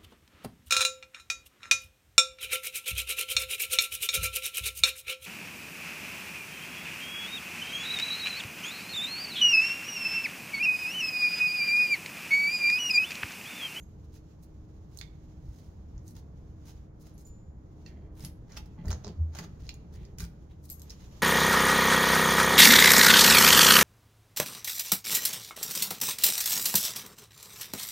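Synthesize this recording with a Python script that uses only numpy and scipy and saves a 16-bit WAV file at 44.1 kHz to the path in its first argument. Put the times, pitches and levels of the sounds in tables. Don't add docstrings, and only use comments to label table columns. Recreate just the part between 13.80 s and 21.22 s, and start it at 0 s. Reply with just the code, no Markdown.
import sys
import numpy as np
from scipy import signal
from scipy.fft import rfft, irfft, next_fast_len
from scipy.io import wavfile
from scipy.ndimage import uniform_filter1d

SR = 44100
rng = np.random.default_rng(int(sys.argv[2]) if len(sys.argv) > 2 else 0)


def master(y):
    cut = np.clip(np.atleast_2d(y).T, -1, 1)
    pcm = np.round(cut * 32767)
    wavfile.write(sys.argv[1], SR, pcm.astype(np.int16))


N = 327222
TIME = np.arange(N) / SR
HALF_SECOND = TIME[:SR // 2]

# (time [s], relative level [dB])
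TRAFFIC_SWELL = [(0, -50.5), (.6, -51), (2.3, -48), (3.7, -50), (4.4, -48), (5.3, -47), (6.3, -47),
                 (6.8, -51), (7.42, -48)]
# (frequency [Hz], relative density [dB per Hz])
OUTDOOR_SPECTRUM = [(12, -16), (22, -9.5), (42, -6), (56, 0.5), (72, -1), (98, -5.5), (160, -6.5),
                    (210, -14.5), (330, -21.5), (520, -26), (1000, -34.5), (1500, -42), (2200, -48.5),
                    (4000, -81)]
# (frequency [Hz], relative level [dB])
HUM_TONES = [(76, -57), (311, -67), (436, -75), (825, -89)]
# (frequency [Hz], likeness [0 to 1])
EAR_LIKENESS = [(25, 0.95), (70, 1), (150, 1), (300, 0.78), (600, 0.022), (1500, 0), (5000, 0), (14000, 0)]
# (frequency [Hz], decay time by 60 dB [s])
PORCH_DECAY = [(300, 0.079), (1500, 0.77), (5000, 0.28), (10000, 0.32), (16000, 0.36)]
# (time [s], relative level [dB])
RUSTLE_LEVEL = [(0.0, -74), (0.8, -76), (1.26, -73), (2.55, -76), (2.98, -71), (3.14, -82.5), (3.27, -71),
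                (3.39, -73), (3.76, -81.5), (4.09, -71.5), (4.3, -82), (4.48, -79.5), (5.19, -71),
                (5.35, -75.5), (5.76, -72.5), (5.95, -74.5), (6.84, -76), (7.05, -67), (7.42, -61.5)]
# (frequency [Hz], relative density [dB per Hz])
RUSTLE_LOW = [(1000, 8.5), (1800, 1.5), (3200, 3), (4800, 1.5), (6500, 4.5), (7100, 4), (7700, -21.5),
              (9000, -23)]
RUSTLE_HIGH = [(6000, -26), (7500, 9.5), (9000, 3), (12000, 8.5), (15500, 5), (17000, -18)]
# (time [s], left-right below 8 kHz [dB], left-right above [dB], left lag [ms])
HAND_PLACE = [(0, -5, -5.5, 0.77), (1.22, -7, -5, 0.74), (2.3, -5, 1, 0.15), (3.2, -3, 1, 0.00011),
              (6.4, -3.5, 1.5, 0.077), (6.9, -2.5, 7, -0.53), (7.4, -4, 5.5, 0.12)]
# (time [s], relative level [dB])
FOOTFALLS = [(1.623, -26.5), (1.683, -23), (2.142, -22.5), (2.163, -20), (3.502, -25.5)]
# (frequency [Hz], level [dB], decay time by 60 dB [s])
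HEEL_MODES = [(43.3, -3, 0.071), (61.5, 9.5, 0.071), (119, -9.5, 0.14)]
# (middle [s], half length [s], hollow door level [dB], spindle groan level [dB])
TURN_STROKES = [(4.19, 0.17, -57.5, -63.5), (4.45, 0.05, -65, -78), (5.095, .035, -50, -57.5),
                (5.288, 0.029, -46.5, -52), (5.626, 0.034, -52.5, -57), (6.25, 0.07, -68, -59.5),
                (6.43, 0.019, -59, -59)]
# (frequency [Hz], width [Hz], level [dB])
HOLLOW_DOOR = [(162, 57, 3), (200, 24, 13.5), (346, 110, -3), (398, 57, -6.5), (577, 110, -4.5)]
SPINDLE_GROAN = [(360, 15, 3), (403.4, 15, 1)]
# (time [s], relative level of the whole leaf [dB], of its panels [dB])
DOOR_BLOWS = [(4.437, -42, -40), (4.99, -38, -40.5), (5.046, -52, -35.5), (5.067, -25.5, -33),
              (5.093, -24, -54), (5.106, -27.5, -40), (5.263, -41, -53.5), (5.588, -53, -43),
              (5.723, -41.5, -52), (5.82, -37, -64), (6.398, -37.5, -44), (6.428, -31.5, -44.5)]
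# (frequency [Hz], level [dB], decay time by 60 dB [s])
LEAF_MODES = [(62.3, 7.5, 0.13), (81.4, -0.5, 0.17)]
PANEL_MODES = [(138.7, 9, 0.073), (166.7, 7, 0.31), (179, 2, 0.079), (204.7, -0.5, 0.19), (246, -22, 0.16),
               (339, -15.5, 0.13)]
# (frequency [Hz], relative level [dB], rise [s], fall [s])
FRAME_SHUDDER = (80, -19.5, .019, .045)
# (low [Hz], high [Hz])
NOISE_RANGES = [(500, 1750), (1750, 4000), (3900, 6900), (7500, 16500)]
# (frequency [Hz], width [Hz], level [dB])
LOCK_RESONANCES = [(844, 140, 3.5), (1048, 150, -14), (1450, 66, -5), (2040, 2800, -17), (3530, 800, -19),
                   (5240, 170, -7), (6520, 240, -0.5)]
# (middle [s], half length [s], relative level [dB], surface)
SLIDE_STROKES = [(0.248, 0.0063, -72, "cloth"), (.356, .019, -62.5, "cloth"), (0.634, 0.011, -67, "keys"),
                 (1.182, 0.043, -67.5, "cloth"), (1.775, 0.091, -70.5, "cloth"),
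                 (2.291, 0.026, -63.5, "keys"), (2.373, 0.017, -60, "cloth"), (2.888, 0.024, -61, "cloth"),
                 (2.89, 0.0099, -61, "dry steel"), (3.217, 0.01, -66, "keys"),
                 (3.272, 0.02, -64.5, "cloth"), (3.405, 0.016, -64.5, "keys"),
                 (3.473, 0.016, -67.5, "keys"), (4.083, 0.017, -66, "dry steel"),
                 (4.393, 0.027, -60.5, "blade"), (4.446, 0.033, -51, "blade"),
                 (4.718, 0.028, -65.5, "latch"), (4.767, 0.021, -59, "latch"),
                 (5.072, 0.017, -56.5, "bolt"), (5.106, .022, -54.5, "bolt"),
                 (5.118, 0.025, -55.5, "lever"), (5.277, 0.029, -61.5, "lever"),
                 (5.56, 0.017, -56, "latch"), (5.591, 0.012, -50.5, "latch"), (5.64, 0.014, -55, "latch"),
                 (5.804, 0.0058, -64, "dry steel"), (5.86, 0.04, -65.5, "dry steel"),
                 (6.148, 0.014, -63.5, "cloth"), (6.216, 0.049, -66.5, "lever"),
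                 (6.405, 0.012, -49.5, "blade"), (6.416, 0.016, -56, "keys"), (6.442, 0.013, -53, "blade"),
                 (6.716, 0.015, -66, "lever"), (6.852, 0.014, -61.5, "keys"), (6.907, 0.012, -55, "keys"),
                 (6.925, .025, -62, "keys"), (7.116, 0.018, -58.5, "dry steel"),
                 (7.224, 0.025, -63.5, "dry steel")]
SURFACE_COLOURS = {"cloth": (-6.5, -6, 0.5, -4), "keys": (-45, -14.5, -1.5, 0),
                   "blade": (-11, -9.5, -7.5, -6.5), "latch": (0.5, -3, 1, -9.5),
                   "bolt": (-1.5, -10, -5.5, -10), "dry steel": (-9.5, -3.5, 0.5, -8.5),
                   "lever": (-20, -2.5, -8, -14.5)}
# (start [s], length [s], level [dB])
KEY_SCRAPES = [(4.075, 0.3, -71), (4.693, 0.065, -64.5), (4.985, 0.087, -64.5), (6.15, 0.22, -74)]
# (frequency [Hz], level [dB], decay time by 60 dB [s])
KEYWAY_MODES = [(1600, -6, 0.0059), (2010, 3.5, 0.014), (2300, 1, 0.0098), (2800, -2, 0.0092),
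                (3220, -2, .012), (4260, 3, 0.0063), (5400, -12, .004)]
# (time [s], level [dB], pitch blur by rattling [Hz], piece of metal)
RINGING_METAL = [(0.0, -65.5, 63, "house key"), (1.213, -45, 220, "bunch"), (1.226, -58.5, 220, "bunch"),
                 (3.34, -72, 89, "door key"), (3.379, -66, 100, "house key"),
                 (3.451, -52.5, 3, "small key"), (4.062, -58.5, 81, "cylinder"),
                 (4.448, -49, 120, "door key"), (4.772, -46, 170, "cylinder"), (4.772, -54.5, 34, "latch"),
                 (4.98, -59.5, 23, "latch"), (5.049, -54, 26, "lock case"), (5.082, -49, 25, "spring"),
                 (5.107, -50, 30, "lock case"), (5.129, -51, 46, "lock case"),
                 (5.268, -53, 51, "lock case"), (5.586, -47, 110, "latch"), (5.589, -46, 140, "spring"),
                 (5.892, -50, 87, "lever"), (6.386, -57, 52, "face plate"), (6.404, -44, 110, "face plate"),
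                 (6.421, -52, 130, "face plate"), (6.44, -52, 150, "face plate"),
                 (6.9, -44.5, 62, "large key"), (6.9, -58, 43, "house key"), (7.018, -68, 120, "large key")]
METAL_MODES = {"large key": [(4370, -30, 0.091), (5100, -8, 0.053), (6620, -10, 0.2), (7630, 4.5, .1),
               (8484, -7, 0.11), (10500, -13, 0.18), (11400, -18, .1), (11860, 12.5, 0.11),
               (11930, -1, 0.12), (13400, -6, 0.088), (15660, -8, 0.081)], "house key": [(6550, 4, 0.27),
               (7470, -6, 0.36), (11600, -1, 0.22)], "small key": [(7014, -3.5, 0.58)],
               "door key": [(10560, 4.5, 0.042), (10900, -0.5, 0.11), (11260, -2, 0.091), (11500, 0, 0.091),
               (13200, -7, 0.051)], "bunch": [(2120, -2.5, 0.039), (2450, -15, 0.041), (3590, -1.5, 0.052),
               (4300, -5, 0.018), (4730, -6, .014), (6100, -18, .013)], "lever": [(2460, 3, 0.034),
               (2720, 1, 0.028), (3330, -4, 0.029), (4350, 4, 0.03)], "spring": [(1935, 3.5, .035),
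               (4650, -1.5, 0.065)], "lock case": [(495, -5.5, 0.37), (624, -3, 0.19), (740, -6, 0.28),
               (884, -1.5, 0.083), (1023, -2.5, 0.092), (1320, -13, .06), (1350, -14, 0.051)],
               "cylinder": [(1935, 2.5, 0.052), (2665, 1.5, 0.062), (3590, -7, 0.067), (4400, 0.5, 0.035),
               (4980, -1, 0.059), (5240, -9, 0.045), (5840, -1, 0.04)], "latch": [(849, 4.5, 0.15),
               (1087, -3, 0.1), (1470, -10, .06), (1960, -8, 0.052)], "face plate": [(1490, 0.5, 0.048),
               (2390, -2.5, 0.044), (3270, -16, 0.038), (4740, -9, .04)]}
# (time [s], relative level [dB], struck part's pitch [Hz], contact)
METAL_CLICKS = [(1.1734, -39, 6200, "keys"), (1.1884, -36.5, 4270, "keys"), (1.197, -50, 14500, "keys"),
                (1.2128, -39.5, 4300, "tap"), (2.1793, -62.5, 6800, "bolt"), (2.2795, -46, 6200, "keys"),
                (2.3656, -57.5, 6240, "clink"), (3.3795, -54, 6400, "keys"), (3.4671, -58, 5730, "keys"),
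                (4.0624, -50.5, 4450, "knob"), (4.3828, -111, 5300, "keys"), (4.4055, -52.5, 5330, "pins"),
                (4.4248, -55, 5210, "pins"), (4.4486, -40.5, 5170, "pins"), (4.7201, -54.5, 5600, "tick"),
                (4.768, -41, 5740, "tap"), (4.772, -43.5, 5770, "latch"), (4.7775, -49, 2710, "latch"),
                (4.858, -62, 2130, "pins"), (5.0561, -56, 6700, "bolt"), (5.082, -50.5, 4740, "pins"),
                (5.1047, -44, 2680, "latch"), (5.1135, -41.5, 6300, "bolt"), (5.1185, -44, 5700, "bolt"),
                (5.1289, -41.5, 6470, "bolt"), (5.2394, -58, 6170, "knob"), (5.2462, -43, 5500, "bolt"),
                (5.2687, -50, 1210, "bolt"), (5.2791, -49, 4730, "bolt"), (5.5333, -66, 6300, "tick"),
                (5.5499, -49, 6350, "latch"), (5.5697, -50.5, 1440, "latch"), (5.5828, -63, 2080, "latch"),
                (5.5865, -42, 1480, "latch"), (5.639, -58, 1440, "bolt"), (5.8674, -53, 4440, "knob"),
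                (5.8915, -35.5, 4300, "tap"), (5.9412, -46, 6700, "keys"), (6.2511, -58, 4640, "tick"),
                (6.3843, -44, 6030, "pins"), (6.3985, -45, 1510, "pins"), (6.4037, -40, 1490, "pins"),
                (6.407, -50, 1450, "latch"), (6.4183, -45, 13500, "keys"), (6.4394, -50, 5500, "pins"),
                (6.4505, -47, 4600, "keys"), (6.8925, -47, 5100, "keys"), (6.8998, -43, 12300, "keys"),
                (6.906, -47, 8500, "keys"), (6.9961, -47, 6400, "keys"), (7.002, -54, 11900, "keys"),
                (7.0185, -43.5, 12500, "keys"), (7.0965, -51, 5030, "tick"), (7.1037, -44, 5330, "tick")]
CONTACT_COLOURS = {"keys": (-47, -44, -7, -4.5, 1), "clink": (-44, -9, 0.5, -4, 0.8),
                   "tick": (-32, -34, 1.5, -10.5, 4.5), "tap": (-58, -6, -2.5, -13.5, 1.5),
                   "knob": (-29, -9, -0.5, -19, 2.5), "pins": (-26, -10, -1, 0, 5),
                   "bolt": (0, -21, 3, -28, 1.0), "latch": (-5, -3.5, -1, -2.5, 6)}
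# (frequency [Hz], level [dB], decay time by 60 dB [s])
LOCK_SKIN_MODES = [(409, -11, .26), (501, -13, .22), (640, -11, .1), (851, -9, .13), (1060, -10, .11),
                   (1560, -14, .08), (1766, -22, .18)]


def from_db(db):
    return 10 ** (np.asarray(db) / 20)


def rms_one(x):
    return x / np.sqrt(np.mean(x ** 2) + 1e-20)


def in_time(rows, t=TIME):
    s, *columns = np.transpose(rows)
    return [np.interp(t, s, c) for c in columns]


def at_hz(points, hz):
    f, value = np.transpose(points)
    return np.interp(np.log(hz), np.log(f), value)


def band(x, low_hz, high_hz, order=2):
    edges = [low_hz, min(high_hz, .48 * SR)]
    return signal.sosfilt(signal.butter(order, edges, "band", fs=SR, output="sos"), x)


def pan(db):
    return from_db(np.array([[.5], [-.5]]) * db)


def add(out, s, sound):
    i = max(0, round(s * SR))
    out[..., i:i + sound.shape[-1]] += sound[..., :N - i]


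def drift(rate):
    knots = rng.standard_normal(int(N / SR * rate) + 2)
    return rms_one(np.interp(TIME * rate, np.arange(len(knots)), knots))


def struck(modes, spread_db, blur_hz=0):
    t, out = HALF_SECOND, 0
    changes_per_s = 700
    for hz, db, t60 in modes:
        knots = rng.standard_normal(changes_per_s)
        pitch = hz + blur_hz * np.interp(t * changes_per_s, np.arange(len(knots)), knots)
        gain = from_db(db + spread_db * rng.standard_normal())
        decay = np.exp(-np.log(1000) * t / t60)
        out = out + gain * decay * np.sin(2 * np.pi * np.cumsum(pitch) / SR)
    return out


def resonate(x, modes):
    return sum(from_db(db) * signal.lfilter(*signal.iirpeak(hz, hz / width, fs=SR), x)
               for hz, width, db in modes)


def air_noise(spectrum):
    size = next_fast_len(N)
    hz = np.maximum(np.fft.rfftfreq(size, 1 / SR), 1)
    mid, side = rfft(rng.standard_normal((2, size))) * from_db(at_hz(spectrum, hz))
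    alike = np.clip(at_hz(EAR_LIKENESS, hz), -1, 1)
    ears = np.sqrt(1 + alike) * mid + np.sqrt(1 - alike) * side * [[1], [-1]]
    return rms_one(irfft(ears, size)[:, :N])


def contact_noise(size, apart):
    noises = []
    for low, high in NOISE_RANGES:
        white = rng.standard_normal((3, size))
        both = white[0] + apart * white[1:]
        noises.append(rms_one(band(both + resonate(both, LOCK_RESONANCES), low, high, order=5)))
    return noises


def outdoors(rumble_db=0.92, midrange_db=-61.5, midrange_follows=0.62, split_hz=290):
    rumble, = in_time(TRAFFIC_SWELL)
    midrange = midrange_db + midrange_follows * (rumble - rumble.mean())
    noise = air_noise(OUTDOOR_SPECTRUM)
    low, high = [rms_one(signal.sosfilt(signal.butter(3, split_hz, kind, fs=SR, output="sos"), noise))
                 for kind in ("low", "high")]
    hum = 0
    for hz, db in HUM_TONES:
        level = from_db(db + 3.0 * drift(5.3))
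        phase = 2 * np.pi * hz * TIME + 0.84 * drift(20)
        hum = hum + level * np.sqrt(2) * np.sin(phase)
    left_lag_s = .0005
    low = np.array([np.interp(TIME - left_lag_s, TIME, low[0]), low[1]])
    return (from_db(rumble + rumble_db) * low + hum) * pan(-0.52) + from_db(midrange) * high * pan(-2.2)


def porch(x, wet_db=-6.0, first_s=0.0013, early_db=11.0, early_s=0.022):
    t, edges = HALF_SECOND, np.geomspace(250, 16000, num=7)
    tail = 0
    for low, high in zip(edges, edges[1:]):
        decay = from_db(-60 * t / at_hz(PORCH_DECAY, np.sqrt(low * high)))
        tail = tail + band(rng.standard_normal((2, len(t))), low, high) * decay
    tail = tail * (1 - np.exp(-(t / first_s) ** 2)) * (1 + from_db(early_db) * np.exp(-t / early_s))
    response = rms_one(tail) / np.sqrt(len(t))
    return from_db(wet_db) * signal.oaconvolve(x, response, axes=1)[:, :N]


def rubbing(high_db=-13.0, flutter_db=1.3):
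    level, = in_time(RUSTLE_LEVEL)
    low_pan, high_pan, _ = in_time(HAND_PLACE)
    low = from_db(level) * pan(low_pan) * air_noise(RUSTLE_LOW)
    high = from_db(level + high_db) * pan(high_pan) * air_noise(RUSTLE_HIGH)
    return from_db(flutter_db * drift(40)) * (low + high)


def steps(level_db=-3.5, heel_s=0.024):
    out, push = np.zeros(N), 1 - np.exp(-HALF_SECOND / heel_s)
    for s, db in FOOTFALLS:
        add(out, s, from_db(db + level_db) * push * struck(HEEL_MODES, spread_db=3.0))
    return out


def turning(apart=0.073):
    out = 0
    for column, modes in enumerate([HOLLOW_DOOR, SPINDLE_GROAN]):
        force = sum(from_db(db[column]) * np.exp(-((TIME - s) / half) ** 2 / 2)
                    for s, half, *db in TURN_STROKES)
        white = rng.standard_normal((3, N))
        body = resonate(white[0] + apart * white[1:], modes)
        out = out + force * rms_one(band(body, modes[0][0] * 0.64, 630))
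    return out


def door(panel_db=-1.5, push_s=0.0074, shudder_s=5.414):
    out, push = np.zeros(N), 1 - np.exp(-HALF_SECOND / push_s)
    for s, leaf, panel in DOOR_BLOWS:
        whole_leaf = from_db(leaf) * struck(LEAF_MODES, spread_db=1.5)
        panels = from_db(panel + panel_db) * struck(PANEL_MODES, spread_db=2.5)
        add(out, s, push * (whole_leaf + panels))
    hz, db, rise, fall = FRAME_SHUDDER
    t = TIME - shudder_s
    swell = np.exp(np.minimum(t / rise, -t / fall))
    return out + from_db(db) * swell * np.sin(2 * np.pi * hz * t)


def slides(range_db=(-1.5, -3., -4., -3.5), grain_db=3.0, catches_per_s=420):
    low_pan, high_pan, _ = in_time(HAND_PLACE)
    power = np.zeros((len(NOISE_RANGES), N))
    for s, half, db, surface in SLIDE_STROKES:
        near = slice(max(0, int((s - 4 * half) * SR)), int((s + 4 * half) * SR))
        gains = from_db(db + np.add(SURFACE_COLOURS[surface], range_db))
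        power[:, near] += gains[:, None] ** 2 * np.exp(-((TIME[near] - s) / half) ** 2)
    noises = contact_noise(N, apart=1.0)
    body, middle, bright, top = [noise * np.sqrt(p) for noise, p in zip(noises, power)]
    grain = rms_one(from_db(grain_db * drift(catches_per_s)))
    return grain * (body + (middle + bright) * pan(low_pan) + top * pan(high_pan))


def scrapes(slips_per_s=700, slip_spread_db=4):
    out, t = np.zeros((2, N)), HALF_SECOND
    for s, length, db in KEY_SCRAPES:
        strengths = from_db(slip_spread_db * rng.standard_normal(len(t)))
        slips = band((rng.random(len(t)) < slips_per_s / SR) * strengths, 1500, 3900)
        rub = []
        for ear in range(2):
            keyway = struck(KEYWAY_MODES, spread_db=1.0, blur_hz=120)
            rub.append(rms_one(signal.oaconvolve(slips, keyway)[:len(t)]))
        fade = np.clip(1 - t / length, 0, 1) ** 0.92
        add(out, s, from_db(db) * pan(in_time(HAND_PLACE, s)[0]) * fade * np.array(rub))
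    return out


def jingles(swing_db=3.5, swings_per_s=90, loose_hz=90):
    out = np.zeros((2, N))
    swing = np.array([drift(swings_per_s) for ear in range(2)])
    for s, db, blur_hz, metal in RINGING_METAL:
        modes = METAL_MODES[metal]
        low_pan, high_pan, _ = in_time(HAND_PLACE, s)
        side = high_pan if modes[-1][0] > NOISE_RANGES[-1][0] else low_pan
        ring = np.array([struck(modes, spread_db=2.5, blur_hz=blur_hz) for ear in range(2)])
        depth_db = swing_db * min(blur_hz / loose_hz, 1)
        flutter = np.roll(swing, -int(s * SR), axis=1)[:, :ring.shape[1]] * depth_db
        add(out, s, from_db(db) * pan(side) * ring * rms_one(from_db(flutter)))
    return out


def clicks(range_db=(0., 0., 1., -.5), chatter_db=-29.5, chatter_s=0.0054, rise_ms=.28, ring_db=-11.5):
    out, t = np.zeros((2, N)), TIME[:2048]
    ms = 1000 * t
    noise = np.array(contact_noise(len(METAL_CLICKS) * len(t), apart=0.81))
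    ranges = noise.reshape(len(NOISE_RANGES), 2, len(METAL_CLICKS), len(t))
    for k, (s, db, hz, contact) in enumerate(METAL_CLICKS):
        *colour, decay_ms = CONTACT_COLOURS[contact]
        levels = db + np.array(colour)
        low_pan, high_pan, lag_ms = in_time(HAND_PLACE, s)
        crack = np.exp(-ms / (0.63 * max(decay_ms, .5)))
        chatter = from_db(chatter_db) * np.exp(-t / chatter_s)
        parts = ranges[:, :, k] * (1 - np.exp(-ms / rise_ms)) * (crack + chatter)
        parts = parts + resonate(parts, [(hz, 450, 6.5)])
        peaks = np.sqrt(uniform_filter1d((parts ** 2).mean(1), size=128).max(1))
        gains = from_db(levels + range_db) / peaks
        sides = [low_pan / 2, low_pan, low_pan, high_pan]
        left, right = sum(part * gain * pan(side) for part, gain, side in zip(parts, gains, sides))
        left = np.interp(ms - lag_ms / 2, ms, left)
        right = np.interp(ms + lag_ms / 2, ms, right)
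        add(out, s, np.array([left, right]))
        skin = struck(LOCK_SKIN_MODES, spread_db=3.5, blur_hz=45)
        add(out, s, from_db(levels[0] + ring_db) * skin)
    return out


def scene():
    background = outdoors() + rubbing() + steps()
    metal = slides() + scrapes() + jingles() + clicks()
    return background + turning() + door() + metal + porch(metal)


def record(dry):
    return signal.sosfilt(signal.ellip(10, .2, 70, 15900, fs=SR, output="sos"), dry)


dry = scene()
out = record(dry)
master(out)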